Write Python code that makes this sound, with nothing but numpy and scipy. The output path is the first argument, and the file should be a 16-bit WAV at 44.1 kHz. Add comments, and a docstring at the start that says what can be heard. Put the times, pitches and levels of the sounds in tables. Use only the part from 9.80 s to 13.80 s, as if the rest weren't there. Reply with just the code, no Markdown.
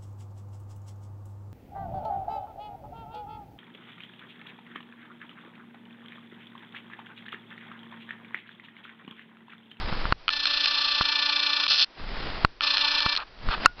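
"""A small camera zooms in twice in a quiet kitchen, heard through its own case.
First a finger rubs on the case and clicks the zoom lever. From 0.5 s a stepping motor buzzes;
its gears rattle once a turn and clack as they take up or stop. Near 1.9 s the lens refocuses
with a bright rasp. The finger rubs and clicks again, and a shorter zoom starts at 2.8 s.
Finally, near 3.9 s, the lever snaps back and its spring rings."""
import sys
import numpy as np
from scipy import signal
from scipy.fft import rfft, irfft
from scipy.io import wavfile

SR = 44100
rng = np.random.default_rng(int(sys.argv[2]) if len(sys.argv) > 2 else 0)


def store_pcm(level_fs):
    """Save levels as 16-bit WAV."""
    pcm = np.round(np.clip(level_fs, -1, 1) * 32767).astype(np.int16)
    wavfile.write(sys.argv[1], SR, np.atleast_2d(pcm).T)


N = 176400

STEP_HZ, STEPS_PER_TURN, TICKS_PER_STEP = 292.95, 10, 4
JITTER_S, CONTACT_S = 0.000022, 0.0008  # random tick timing; build-up of a knock
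MIC_EDGE_HZ = 5950

# Levels in the tables are relative, not final loudness.
# Motor runs: start_s, end_s, level_db, swell_db, rattle_db, hum_db, whirr_db
MOTOR_RUNS = [(0.503, 0.653, -3, 5.5, -14.5, -4.5, -8), (0.666, 0.856, -0.5, 3.5, -9.5, -2.5, -12.5),
              (0.868, 1.233, 0, 3, -9.5, -1.5, -6), (1.237, 1.868, -1, 4.5, -9, 0, -3.5),
              (2.817, 2.967, 0, 3.5, -7, -2.5, 1.5), (2.988, 3.2, -1, 3, -4.5, 0, 1),
              (3.21, 3.347, -3.5, 5, -7.5, 1, 0.5)]
# A moment in each run when the gears pass their tight spot: time_s
TIGHT_SPOTS = [.534, .7415, .9825, 1.5305, 2.875, 3.083, 3.26]
# Motor hum: cycles_per_step, level_db
HUM_TONES = [(1, -52), (2, -49.5), (4, -43), (5, -49), (6, -34.5), (8, -38)]
# Gear whine: cycles_per_turn, level_db
WHINE_TONES = [(85, -47), (94, -49.5), (113, -44.5), (122, -36.5), (141, -36.5), (150, -38.5)]
# Whirr of a second motor: pitch_hz, width_hz, level_db
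WHIRR_TONES = [(914, 55, -43), (1172, 130, -43.5)]
# Focusing rasp: time_s, level_db
FOCUS_LEVELS = [(1.8792, 6.5), (1.894, 0.5), (1.905, 10.5), (1.96, 5), (1.967, -1), (1.971, 3.5),
                (2.008, 10), (2.031, 7.5), (2.045, 2.5)]
# Gear clacks: start_s, level_db, brightness_db_per_octave
GEAR_CLACKS = [(.655, 9.5, -1), (0.858, 11.5, 1.5), (1.8645, 7, -1.5), (2.97, 11, -2), (2.9806, 7, -0.5),
               (3.204, 9.5, -1), (3.351, 7.5, -1), (3.364, 3.5, -0.5), (3.374, 4.5, 0.5)]
# Lever and case clicks: start_s, level_db, thump_db, brightness_db_per_octave
LEVER_CLICKS = [(.127, -14.5, -16.5, -5), (0.2543, -7, -22.5, -2.5), (0.324, 2, -13.5, 5.5),
                (1.2109, -2, -19, -17), (2.6484, 6.5, -7.5, 5.5), (3.263, -3, -18, -12),
                (3.688, -8.5, -46, 4), (3.8589, 13, -55, 5)]
# Ringing of the lever: pitch_hz, level_db, ring_s (time to fade by 60 dB)
LEVER_TONES = [(1156, -10, 0.015), (1366, 1, 0.0093), (1762, -3.5, 0.005), (2695, -18, 0.013),
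               (4280, -17, 0.007)]
# Knocks as the motor jerks into motion or settles: start_s, level_db
START_KNOCKS = [(.4806, 0.5), (0.4907, 0.5), (2.808, -2.5), (3.402, -16.5)]
# Ringing of these knocks: pitch_hz, level_db, ring_s
KNOCK_TONES = [(1330, -9.5, 0.014), (2565, -8, 0.009), (3000, 2, 0.0047), (4276, -9.5, 0.0067)]
# Gears coast, then the lever slides back: start_s, end_s, level_db, brightness_db_per_octave
PLASTIC_SCRAPES = [(3.361, 3.442, -29.5, -13.5), (3.694, 3.76, -19.5, -9.5)]
# How well the case passes each pitch: pitch_hz, level_db
CASE_COLOUR = [(100, -48.5), (600, -24.5), (900, -15), (1300, -7), (1650, -7), (2180, -16.5), (2450, -2),
               (2900, -2.5), (3150, -2), (3380, -2.5), (3560, 1), (3820, -6), (4170, 4.5), (4420, 0),
               (4680, -9.5), (4980, -3.5), (5260, -5), (5500, -13.5)]
# Finger on the case: time_s, rub_db, rumble_db
FINGER_LEVELS = [(0, -36, -29.5), (0.325, -37, -31), (0.339, -74, -43), (0.402, -55, -52.5),
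                 (2.132, -57, -66), (2.2, -44, -36), (2.4, -36.5, -30.5), (2.645, -37, -36),
                 (2.669, -55.5, -45), (2.762, -61.5, -56), (3.56, -55.5, -51.5), (3.691, -36.5, -20.5),
                 (3.711, -38, -40), (3.79, -40.5, -33), (3.858, -28.5, -45), (3.872, -53, -37),
                 (3.945, -65, -54), (4, -41, -41)]
# Hiss of rubbing skin: pitch_hz, level_db
RUB_COLOUR = [(100, -31.5), (200, -8), (440, -9), (1150, -8.5), (2400, -13), (5100, -16), (5800, -38.5)]
# Rumble of finger pressure: pitch_hz, level_db
RUMBLE_COLOUR = [(25, 4.5), (70, -9.5), (200, -18.5), (1000, -70.5)]
# Kitchen air: pitch_hz, level_db
ROOM_COLOUR = [(90, -21), (250, -5.5), (5000, -13), (5900, -20)]


def motor(whine_swell_db=9):
    """The motor hums and drives the gears, whose ticks, hiss and whine swell once a turn."""
    t = np.arange(N) / SR
    ticks, hum_gain, whine_gain, hiss_gain, whirr_gain = np.zeros((5, N))
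    for run, tight_s in zip(MOTOR_RUNS, TIGHT_SPOTS):
        start, end, db, swell_db, rattle_db, hum_db, whirr_db = run
        ticks += gear_ticks(start, end, tight_s, db, swell_db, rattle_db)
        running = np.clip(np.minimum(t - start, end - t) / 0.00039, 0, 1)  # quick fade in and out
        load = np.cos(2 * np.pi * (t - tight_s) * STEP_HZ / STEPS_PER_TURN)
        hum_gain += running * amp(hum_db)
        whirr_gain += running * amp(whirr_db)
        whine_gain += running * amp(db + whine_swell_db * load)
        hiss_gain += running * amp(db + rattle_db / 2 + swell_db * load)
    hiss = amp(-18) * hiss_gain * rng.standard_normal(N)
    gears = amp(2.01) * through_case(ticks + hiss)
    hum = hum_gain * tones(HUM_TONES, STEP_HZ)
    whine = whine_gain * tones(WHINE_TONES, STEP_HZ / STEPS_PER_TURN)
    return gears + hum + whine + whirr_gain * motor_whirr(t)


def gear_ticks(start, end, tight_s, db, swell_db, rattle_db):
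    """Each step kicks the gears; the teeth rattle between steps in a pattern that repeats every turn."""
    per_turn = STEPS_PER_TURN * TICKS_PER_STEP
    tick = np.arange(-441, 882)  # counted from the tight spot
    tooth, on_step = tick % per_turn, tick % TICKS_PER_STEP == 0
    load = np.cos(2 * np.pi * tick / per_turn)
    jitter, flicker = rng.standard_normal((2, len(tick)))
    error_s = TOOTH_TIMING[tooth] * np.where(on_step, 0.00005, 0.00019)
    times = tight_s + tick / (STEP_HZ * TICKS_PER_STEP) + error_s + JITTER_S * jitter
    between_db = rattle_db + 5 * (load - 1) + 0.8 * TOOTH_STRENGTH[tooth]
    level_db = db + swell_db * load + 1.15 * flicker + np.where(on_step, 0, between_db)
    return pulses(times, amp(level_db) * (times > start) * (times < end))


def motor_whirr(t, waver_hz=9.62):
    """Fuzzy tones of a second, smaller motor waver in pitch and level."""
    sway = np.cos(2 * np.pi * waver_hz * (t - 1.8))
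    wavering_time = np.cumsum(1 - 0.04 * sway) / SR
    out = np.zeros(N)
    for hz, width_hz, db in WHIRR_TONES:
        fuzz = drift(width_hz) + 1j * drift(width_hz)
        out += amp(db) * (fuzz * np.exp(2j * np.pi * hz * wavering_time)).real
    return amp(4 * sway) * out


def focus_rasp(grind_s=0.0014):
    """The lens refocuses: each step ticks and grinds briefly, making a bright rasp."""
    times, db = np.transpose(FOCUS_LEVELS)
    step_times = np.arange(times[0], times[-1], 1 / STEP_HZ)
    jitter, flicker = rng.standard_normal((2, len(step_times)))
    steps = pulses(step_times + JITTER_S * jitter, amp(np.interp(step_times, times, db) + flicker))
    tails = signal.lfilter([1], [1, -np.exp(-1 / (grind_s * SR))], steps)
    grind = amp(-15.5) * tails * rng.standard_normal(N)
    return through_case(steps + grind, bright_db=2.5)


def gear_clacks(chatter_s=0.003, low_cut_hz=785):
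    """The gears knock and chatter briefly when they take up, skip or stop."""
    out, t = np.zeros(N), np.arange(2048) / SR
    for start, db, bright_db in GEAR_CLACKS:
        chatter = amp(-14) * np.exp(-t / chatter_s) * rng.standard_normal(len(t))
        blow = (t == 0) + chatter
        add(out, start, amp(db) * through_case(blow, bright_db, spread_s=0.0007))
    return signal.sosfilt(signal.butter(2, low_cut_hz, "highpass", fs=SR, output="sos"), out)


def lever_clicks(push_s=0.0009, release_s=0.011):
    """Each click rings the lever and thumps the case with a push, then a release."""
    out, t = np.zeros(N), np.arange(8192) / SR
    since = t - t.mean()  # time from the thump's peak
    push, release = np.exp(-abs(since) / push_s), np.exp(-abs(since) / release_s)
    thump = push + 0.21 * (since > 0) * (push - release)
    main_hz = LEVER_TONES[1][0]
    for start, db, thump_db, bright_db in LEVER_CLICKS:
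        held = 0.72 if start < LEVER_CLICKS[-1][0] else 1  # the finger shortens all but the last ring
        ringing = sum(ring(t, hz, tone_db + bright_db * np.log2(hz / main_hz), held * ring_s)
                      for hz, tone_db, ring_s in LEVER_TONES)
        add(out, start, amp(db) * (1 - np.exp(-t / CONTACT_S)) * ringing)
        add(out, start - t.mean(), amp(thump_db) * thump)
    return out


def lever_spring():
    """The spring rings on after the lever snaps back."""
    out, t = np.zeros(N), np.arange(8192) / SR
    add(out, 3.859, ring(t, hz=1443, db=-30, ring_s=0.17))
    return out


def start_knocks():
    """A short bright knock rings briefly as the motor jerks into motion or settles."""
    out, t = np.zeros(N), np.arange(2048) / SR
    ringing = sum(ring(t, hz, db, ring_s) for hz, db, ring_s in KNOCK_TONES)
    for start, db in START_KNOCKS:
        add(out, start, amp(db) * (1 - np.exp(-t / CONTACT_S)) * ringing)
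    return out


def scrapes():
    """Plastic slides on plastic and sounds through the case."""
    out = np.zeros(N)
    for start, end, db, bright_db in PLASTIC_SCRAPES:
        grit = rng.standard_normal(N)[:round((end - start) * SR)]
        add(out, start, amp(db) * through_case(grit * signal.windows.tukey(len(grit)), bright_db))
    return out


def finger():
    """Skin slides over the case with a grainy hiss and a low rumble."""
    times, rub_db, rumble_db = np.transpose(FINGER_LEVELS)
    t = np.arange(N) / SR
    rub = noise(RUB_COLOUR) * amp(np.interp(t, times, rub_db) + 1.5 * drift(120))
    rumble = noise(RUMBLE_COLOUR) * amp(np.interp(t, times, rumble_db))
    return rub + rumble


def kitchen_air():
    """The room adds a faint, steady hiss."""
    return amp(-56) * noise(ROOM_COLOUR)


def through_case(x, bright_db=0, spread_s=0.00198, size=2048):
    """The plastic case colours a sound and passes its treble slightly sooner than its bass."""
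    hz = abs(np.fft.fftfreq(size, 1 / SR))
    octaves = np.log2(np.clip(hz, 1000, 6000) / 3000)
    log_gain = np.log(amp(level_at(CASE_COLOUR, hz) + bright_db * octaves))
    delay_s = spread_s * np.maximum(1 - hz / MIC_EDGE_HZ, 0)
    phase_lag = 2 * np.pi * np.cumsum(delay_s) * SR / size
    response = np.exp(np.conj(signal.hilbert(log_gain)) - 1j * phase_lag)[:size // 2 + 1]
    return signal.oaconvolve(x, irfft(response)[:size // 2])[:len(x)]


def tones(table, base_hz):
    """Overtones of a base pitch, each wavering a little in level."""
    t = np.arange(N) / SR
    return sum(amp(db + 1.14 * drift(12)) * np.sin(2 * np.pi * (multiple * base_hz * t + rng.random()))
               for multiple, db in table)


def ring(t, hz, db, ring_s):
    """A tone that fades by 60 dB in ring_s."""
    return amp(db - 60 * t / ring_s) * np.sin(2 * np.pi * hz * t)


def pulses(times, sizes):
    """Sharp pulses at exact times, even between samples."""
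    out, place = np.zeros(N), times[:, None] * SR
    near = place.astype(int) + np.arange(-8, 9)
    np.add.at(out, np.clip(near, 0, N - 1), sizes[:, None] * np.sinc(near - place))
    return out


def noise(colour):
    """Steady noise with a given colour."""
    return shaped_noise(amp(level_at(colour, np.fft.rfftfreq(N, 1 / SR))))


def drift(hz):
    """Random wandering, up to about this rate."""
    return shaped_noise(np.exp(-(np.fft.rfftfreq(N, 1 / SR) / hz) ** 2))


def shaped_noise(gains):
    """Noise with a gain for each pitch, scaled to an average power of 1."""
    x = irfft(rfft(rng.standard_normal(N)) * gains, N)
    return x / np.sqrt(np.mean(x ** 2) + 1e-20)


def level_at(colour, hz):
    """Reads a colour table's level at any pitch."""
    pitches, db = np.transpose(colour)
    return np.interp(np.log(hz + 1), np.log(pitches + 1), db)


def lowpass(x, hz):
    """Cuts the treble steeply above hz."""
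    return signal.oaconvolve(x, signal.firwin(255, hz, window=("kaiser", 8), fs=SR), "same")


def amp(db):
    """Decibels to gain."""
    return 10 ** (np.asarray(db) / 20)


def add(mix, start_s, sound):
    """Mixes a sound in at a time."""
    part = mix[max(round(start_s * SR), 0):][:len(sound)]
    part += sound[:len(part)]


def scene():
    """The camera's own noises over the faint air of the kitchen."""
    lens = motor() + focus_rasp() + gear_clacks() + start_knocks()
    return (lens + lever_clicks() + lever_spring() + scrapes() + finger() + kitchen_air())[None]


def record(dry):
    """The microphone loses high treble and overloads on the hardest clicks; the result is softened."""
    clipped = np.clip(lowpass(dry[0], MIC_EDGE_HZ), -0.72, 0.72)
    soft = signal.sosfilt(signal.butter(2, 7500, fs=SR, output="sos"), clipped)
    return lowpass(soft, 16000)[None]


# Each gear tooth has its own small error in timing and strength.
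TOOTH_TIMING, TOOTH_STRENGTH = rng.standard_normal((2, STEPS_PER_TURN * TICKS_PER_STEP))

dry = scene()
out = record(dry)
store_pcm(out)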